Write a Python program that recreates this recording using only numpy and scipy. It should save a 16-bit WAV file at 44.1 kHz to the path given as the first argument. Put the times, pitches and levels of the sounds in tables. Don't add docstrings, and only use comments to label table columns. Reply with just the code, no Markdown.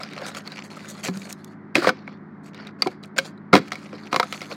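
import sys
import numpy as np
from scipy import signal
from scipy.fft import rfft, irfft, next_fast_len
from scipy.io import wavfile
from scipy.ndimage import uniform_filter1d, map_coordinates

SR = 44100
rng = np.random.default_rng(int(sys.argv[2]) if len(sys.argv) > 2 else 0)


def int16_out(signal):
    q = np.round(np.clip(np.atleast_2d(signal).T, -1, 1) * 32767)
    wavfile.write(sys.argv[1], SR, q.astype(np.int16))


N = 201081

# [t/s, level/dB, weight/dB, hardness/dB, loss per rebound/dB, pitch of struck patch f/Hz, its ring level/dB]
KNOCK_EVENTS = [(1.084, -29.5, -14, -5, 20, 1500, -37), (1.7539, -20, 1.5, 2, 9.5, 2470, -1.5),
                (1.822, -29, -1, -22, 5, 1430, -16.5), (1.844, -20.5, -7.5, -14, 6.5, 1150, -13),
                (1.871, -17.5, -1, -10.5, 7, 2000, -8), (1.891, -19, -7, -3.5, 18, 1493, -7),
                (2.077, -37.5, -24, -13.5, 28, 2220, -23), (2.861, -37, -3, -32, 21, 1016, -20),
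                (2.8712, -32, 4.5, 0.5, 34, 756, -15), (3.181, -29.5, -22, 2.5, 12, 7000, -11),
                (3.1855, -29.5, -4, 11, 17, 1567, -5.5), (3.5306, -7.5, 0, -14.5, 15, 511, -2),
                (3.538, -11.5, -13, -6, 8.5, 1180, -7), (3.553, -14.5, 1.5, -2.5, 7.5, 745, -8),
                (3.719, -29, -20, -0.5, 7.5, 1930, -22), (3.928, -39, 6, -15, 5, 512, -28),
                (4.128, -21, -5, -6, 35, 1257, -16.5), (4.143, -19.5, -19, -9.5, 19, 1120, -27),
                (4.161, -20.5, -6, -1, 35, 1100, -13), (4.198, -15.5, -23, -4, 30, 943, -9),
                (4.229, -30, -12, -2, 24, 1297, -12), (4.3252, -33.5, -14, 4.5, 11, 1310, -28),
                (4.416, -37, -4, 1.5, 10, 2140, -26)]
# [t/s, level/dB, f/Hz, ring above that level/dB]
POP_EVENTS = [(.012, -48, 1300, 20), (0.033, -35.5, 4960, 14.5), (.134, -41, 3880, 11),
              (.216, -43, 1880, 6), (0.265, -36, 6200, 6), (.283, -37, 3370, 3), (0.348, -35, 5200, 3),
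              (.475, -38, 4400, 17), (.519, -41.5, 3980, 17), (.77, -49, 1280, 20),
              (0.846, -52.5, 1480, 20.5), (1.218, -44, 2330, 14.5), (2.545, -47.5, 3700, 11.5),
              (2.67, -43.5, 3750, 13.5), (2.8212, -21, 4610, 19.5), (3.036, -46, 3960, 12.5),
              (3.377, -66, 3980, 22), (3.681, -43, 4280, 5), (3.755, -40.5, 2240, 18)]


def amp(db):
    return 10 ** (np.asarray(db) / 20)


def unit(x):
    return x / np.sqrt(np.mean(x ** 2) + 1e-20)


def along(points, hz):
    f, values = np.transpose(points)
    return np.interp(np.log(hz + 1), np.log(f), values)


def wobble(rate):
    knots = rng.standard_normal(int(N * rate / SR) + 4)
    return map_coordinates(knots, [np.arange(N) * rate / SR])


def filtered(x, response):
    size = next_fast_len(N + SR // 2)
    hz = np.fft.rfftfreq(size, 1 / SR)
    return irfft(rfft(x, size) * response(hz), size)[:N]


def coloured(x, spectrum):
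    return unit(filtered(x, lambda hz: amp(along(spectrum, hz))))


def add(track, s, sound):
    place = track[max(0, round(s * SR)):][:len(sound)]
    place += sound[:len(place)]


def hum(hz, orders, drift=0.061, waver_db=1):
    turn = 2 * np.pi * hz * np.arange(N) / SR + drift * wobble(3.4)
    out = np.zeros(N)
    for multiple, db in orders:
        level = np.sqrt(2) * amp(db + waver_db * wobble(14))
        out += level * np.sin(multiple * turn + rng.uniform(0, 2 * np.pi))
    return out


def motors():
    # [multiple of shaft speed, mean level/dB rms]
    slow_motor = [(2, -59), (3, -50), (4, -47), (5, -57.5), (7, -58.5), (8, -63)]
    fast_motor = [(2, -50), (3, -55), (4, -66.5)]
    return hum(52.8, slow_motor) + hum(96.7, fast_motor)


def outdoor_air(level_db=-46.5):
    # [f/Hz, level/dB per Hz]
    air_spectrum = [(25, -34), (55, -30), (85, -12.5), (200, 2.5), (330, 1.5), (500, -12.5), (800, -10.5),
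                    (1300, -10), (2100, -17.5), (2700, -38), (4500, -43), (6500, -56.5), (9000, -61),
                    (16000, -81)]
    return amp(level_db) * coloured(rng.standard_normal(N), air_spectrum)


def strokes():
    # [t/s, length/s, level/dB, brightness/dB]
    slides = [(0, 0.019, -38.5, -7), (.02, 0.12, -49, -10), (0.146, .11, -45, -6.5),
              (0.258, 0.029, -39, 6.5), (0.288, 0.12, -46, -4.5), (0.361, 0.015, -39, 6),
              (0.432, 0.17, -51, -5), (0.539, 0.083, -48.5, -4), (0.635, 0.026, -44, 5),
              (0.696, 0.32, -49.5, 0), (0.878, 0.031, -53, 19), (1.028, 0.052, -38, 7.5),
              (1.121, .2, -51.5, 4.5), (1.285, 0.032, -46, 8.5), (1.348, .18, -65, 1),
              (1.895, 0.257, -62.5, -19), (2.432, 0.048, -57.5, 4.5), (2.53, 0.16, -54.5, -17),
              (2.786, 0.14, -52.5, -4), (3.027, 0.013, -50.5, 2), (3.18, 0.11, -58.5, 5.5),
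              (3.245, 0.013, -36, 1.5), (3.59, 0.312, -56.5, -2), (3.905, 0.19, -53, -5.5),
              (4.166, 0.14, -51, 3), (4.306, 0.066, -47, 6), (4.368, .18, -51, 4), (4.5, 0.03, -45, -10)]
    rise, fall = 0.0071, 0.013
    rub_per_bright = -0.17
    t, power = np.arange(N) / SR, np.zeros((3, N))
    for s, length, db, bright in slides:
        since = np.maximum(t - s, 0)
        after = np.maximum(since - length, 0)
        shape = (1 - np.exp(-since / rise)) * np.exp(-after / fall)
        levels = [db + rub_per_bright * bright, db, db + bright]
        power += np.outer(amp(levels), shape) ** 2
    return np.sqrt(power)


def patchy(x, depth_db):
    z = signal.stft(x, nperseg=512)[2]
    field = uniform_filter1d(rng.standard_normal(z.shape), size=4, axis=0)
    field = uniform_filter1d(field, size=8, axis=1)
    return signal.istft(z * amp(depth_db * unit(field)), nperseg=512)[1][:N]


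def rustle(rub_db=3, swish_db=-2, hiss_db=-8.0, grain_db=2.5, clump_db=2, stroke_db=2, patchy_db=3.5,
           crinkle_db=-2, crinkle_rate=60):
    # [f/Hz, level/dB per Hz]
    rub_spectrum = [(150, -35), (300, -7), (550, 8), (900, -1.5), (1400, 4), (2300, -2.5), (3200, -16),
                    (7000, -57.5)]
    swish_spectrum = [(300, -43), (1600, -22.5), (2600, -2), (4400, 10.5), (5500, -1), (7000, -23.5),
                      (9000, -29.5), (13000, -52)]
    hiss_spectrum = [(2000, -53.5), (5000, -15), (6500, 2.5), (8200, -4.5), (10000, -8.5), (11500, -11.5),
                     (15500, -20)]
    crinkle_spectrum = [(300, -20.5), (600, 0), (1400, -8), (2300, 17.5), (4200, 2), (6000, 4.5),
                        (10000, -39.5), (16000, -30.5)]
    rub, swish, hiss = strokes()
    grip = amp(grain_db * wobble(500) + clump_db * wobble(60))

    def cloth(spectrum):
        catch = amp(stroke_db * wobble(90))
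        return coloured(grip * catch * patchy(rng.standard_normal(N), patchy_db), spectrum)

    sleeves = amp(rub_db) * rub * cloth(rub_spectrum)
    sleeves += amp(swish_db) * swish * cloth(swish_spectrum)
    sleeves += amp(hiss_db) * hiss * cloth(hiss_spectrum)

    impulses = (rng.random(N) < crinkle_rate / SR) * rng.standard_normal(N)
    t = np.arange(SR // 100) / SR
    burst = rng.standard_normal(len(t)) * amp(-60 * t / 0.012)
    crinkles = signal.fftconvolve(impulses, burst)[:N]
    return sleeves + amp(crinkle_db) * swish * coloured(crinkles, crinkle_spectrum)


def blows():
    # [thud/dB, knock/dB, crack/dB, snap/dB]
    pop_balance = [-15, -5, -2, -10]
    rebound_s, strike_count = 0.0117, 3
    softer_db = 0.5
    snap_db, snap_grows = -12, 1.25
    rows = [(s, *(db + np.array(pop_balance))) for s, db, *patch in POP_EVENTS]
    for s, db, weight, hardness, loss, *patch in KNOCK_EVENTS:
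        for k in range(strike_count):
            level, hard = db - k * loss, hardness - k * softer_db
            snap = level + snap_db + snap_grows * hard
            rows.append((s + k * rebound_s, level + weight, level, level + hard, snap))
    return rows


def contacts(scatter_db=2.0, rise=0.000088, level_db=-1):
    # [low f/Hz, high f/Hz]
    band_edges = [(70, 450), (450, 1800), (1800, 5500), (5500, 16000)]
    # [noise t60/s, share of noise 0-1]
    band_decay = [(0.19, 0.22), (0.033, 0.46), (0.025, 0.53), (0.022, 1)]
    # [f/Hz, mean level/dB, t60/s]
    bottle_modes = [(208, 0, 0.043), (261.2, 1.5, 0.13), (302, 3.5, 0.089), (362, -0.5, 0.066),
                    (412.5, 0.5, 0.072), (470, -18, .05), (515, 4.5, 0.084), (674, -2.5, 0.083),
                    (736, 4.5, 0.081), (870, -16.5, 0.026), (1018, 6, 0.065), (1178, 7.5, 0.045),
                    (1311, 12, 0.037), (1510, -17.5, 0.027), (2002, 2.5, 0.03), (2160, 8, 0.039),
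                    (2374, 5.5, 0.033), (3310, 3, 0.034), (3977, 5.5, 0.025), (4736, -17.5, .03),
                    (6500, 4.5, 0.022)]
    out, t = np.zeros(N), np.arange(SR // 5) / SR
    span = SR / 100
    hz, mode_db, mode_t60 = np.transpose(bottle_modes)[:, :, None]
    filters = [signal.butter(4, band, "band", fs=SR, output="sos") for band in band_edges]
    for s, *levels in blows():
        strength, detune, sign = rng.standard_normal((3, len(bottle_modes), 1))
        waves = np.sign(sign) * np.sin(2 * np.pi * hz * (1 + 0.017 * detune) * t)
        decay = amp(mode_db + scatter_db * strength - 60 * t / mode_t60)
        ring = np.sum(decay * waves, axis=0)
        for sos, db, (t60, share) in zip(filters, levels, band_decay):
            crackle = rng.standard_normal(len(t)) * amp(-60 * t / t60) * (1 - np.exp(-t / rise))
            tone, noise = signal.sosfilt(sos, [ring, crackle])
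            blow = unit(np.sqrt(1 - share) * unit(tone) + np.sqrt(share) * unit(noise))
            add(out, s, amp(db + level_db) * np.sqrt(span / len(t)) * blow)
    return out


def rings(rise=0.00054, rough=0.12):
    # [t/s, f/Hz, starting level/dB, t60/s]
    low_rings = [(1.085, 248, -18.5, 0.083), (1.086, 184.7, -20.5, 0.31), (1.087, 385.5, -28.5, .18),
                 (1.166, 195.2, -24, 0.18), (1.781, 345, -11, 0.074), (1.8715, 515, -2.5, 0.027),
                 (2.8645, 369, -12, 0.062), (3.186, 541, -21.5, .12), (3.531, 195.4, -4, 0.1)]
    # [f/Hz, t60/s]
    wall_decay = [(500, 0.045), (1200, 0.036), (2400, 0.015), (4500, 0.016)]
    patches = [(s, hz, db) for s, *blow, hz, db in KNOCK_EVENTS]
    patches += [(s, hz, db + ring) for s, db, hz, ring in POP_EVENTS]
    tones = [(s, hz, db, along(wall_decay, hz)) for s, hz, db in patches]
    out, t = np.zeros(N), np.arange(SR // 4) / SR
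    for s, hz, db, t60 in tones + list(low_rings):
        shake = rough * unit(uniform_filter1d(rng.standard_normal(len(t)), size=120))
        envelope = amp(db - 60 * t / t60) * (1 - np.exp(-t / rise))
        add(out, s, envelope * np.sin(2 * np.pi * hz * t + shake))
    return out


def skids(grain_db=2.5, sag_db=5):
    # [t/s, length/s, mid-skid level/dB]
    slips = [(1.042, 0.047, -40.5), (1.746, 0.069, -26), (1.812, 0.075, -29), (1.869, 0.035, -24),
             (3.162, 0.024, -36), (3.527, 0.069, -25), (3.71, 0.19, -54), (4.112, 0.065, -36.5)]
    # [f/Hz, level/dB per Hz]
    skid_spectrum = [(200, -21.5), (600, 4.5), (1000, -15.5), (1400, 1), (2400, -5), (3300, -15),
                     (4600, -6.5), (5800, -20), (9000, -22.5), (16000, -26)]
    t, force = np.arange(N) / SR, np.zeros(N)
    for s, length, db in slips:
        u = np.clip((t - s) / length, 0, 1)
        force += amp(db - sag_db * (u - .5)) * np.sqrt(np.abs(np.sin(np.pi * u)))
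    grains = amp(grain_db * wobble(1100)) * rng.standard_normal(N)
    return force * coloured(grains, skid_spectrum)


def clicks(t60=0.011):
    # [t/s, starting level/dB]
    click_events = [(1.173, -32.5), (1.327, -24.5), (1.445, -35.5), (3.057, -48)]
    # [f/Hz, level/dB per Hz]
    click_spectrum = [(1000, -20), (4000, 4), (8000, 1), (15000, -9)]
    envelope, t = np.zeros(N), np.arange(SR // 20) / SR
    for s, db in click_events:
        add(envelope, s, amp(db - 60 * t / t60))
    return envelope * coloured(rng.standard_normal(N), click_spectrum)


def landing_push(s=3.531, db=-24):
    width = .004
    u = np.arange(SR // 5) / SR / width
    out = np.zeros(N)
    add(out, s, amp(db) * (1 - u) * np.exp(-u))
    return out


def radiated(x, low_hz=135):
    # [f/Hz, level/dB]
    radiation = [(2000, 0), (4000, 0.5), (7000, 0), (9300, -1.5), (11000, -10.5), (16000, -7)]
    x = signal.sosfilt(signal.butter(4, low_hz, "high", fs=SR, output="sos"), x)
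    return filtered(x, lambda hz: amp(along(radiation, hz)))


def porch(x):
    # [f/Hz, t60/s]
    porch_decay = [(150, 0.25), (600, 0.15), (2300, 0.31), (4800, .3), (9000, 0.16), (14000, 0.16)]
    hz, t, z = signal.stft(rng.standard_normal(SR // 2), SR, nperseg=256)
    fade = amp(-60 * t / along(porch_decay, hz)[:, None])
    tail = signal.istft(z * fade, SR, nperseg=256)[1]
    return signal.fftconvolve(x, tail / np.linalg.norm(tail))[:N]


def scene():
    background = motors() + outdoor_air()
    body = radiated(contacts() + skids())
    pitched = radiated(rings())
    echo = porch(amp(-22.5) * body + amp(-31.0) * pitched)
    close = body + pitched + rustle() + clicks() + landing_push()
    return (close + echo + background)[None]


def record(dry):
    top_hz = 16000
    clipped = dry[0] / (1 + np.abs(dry[0]) ** 6) ** (1 / 6)
    return filtered(clipped, lambda hz: 1 / (1 + (hz / top_hz) ** 160))[None]


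dry = scene()
out = record(dry)
int16_out(out)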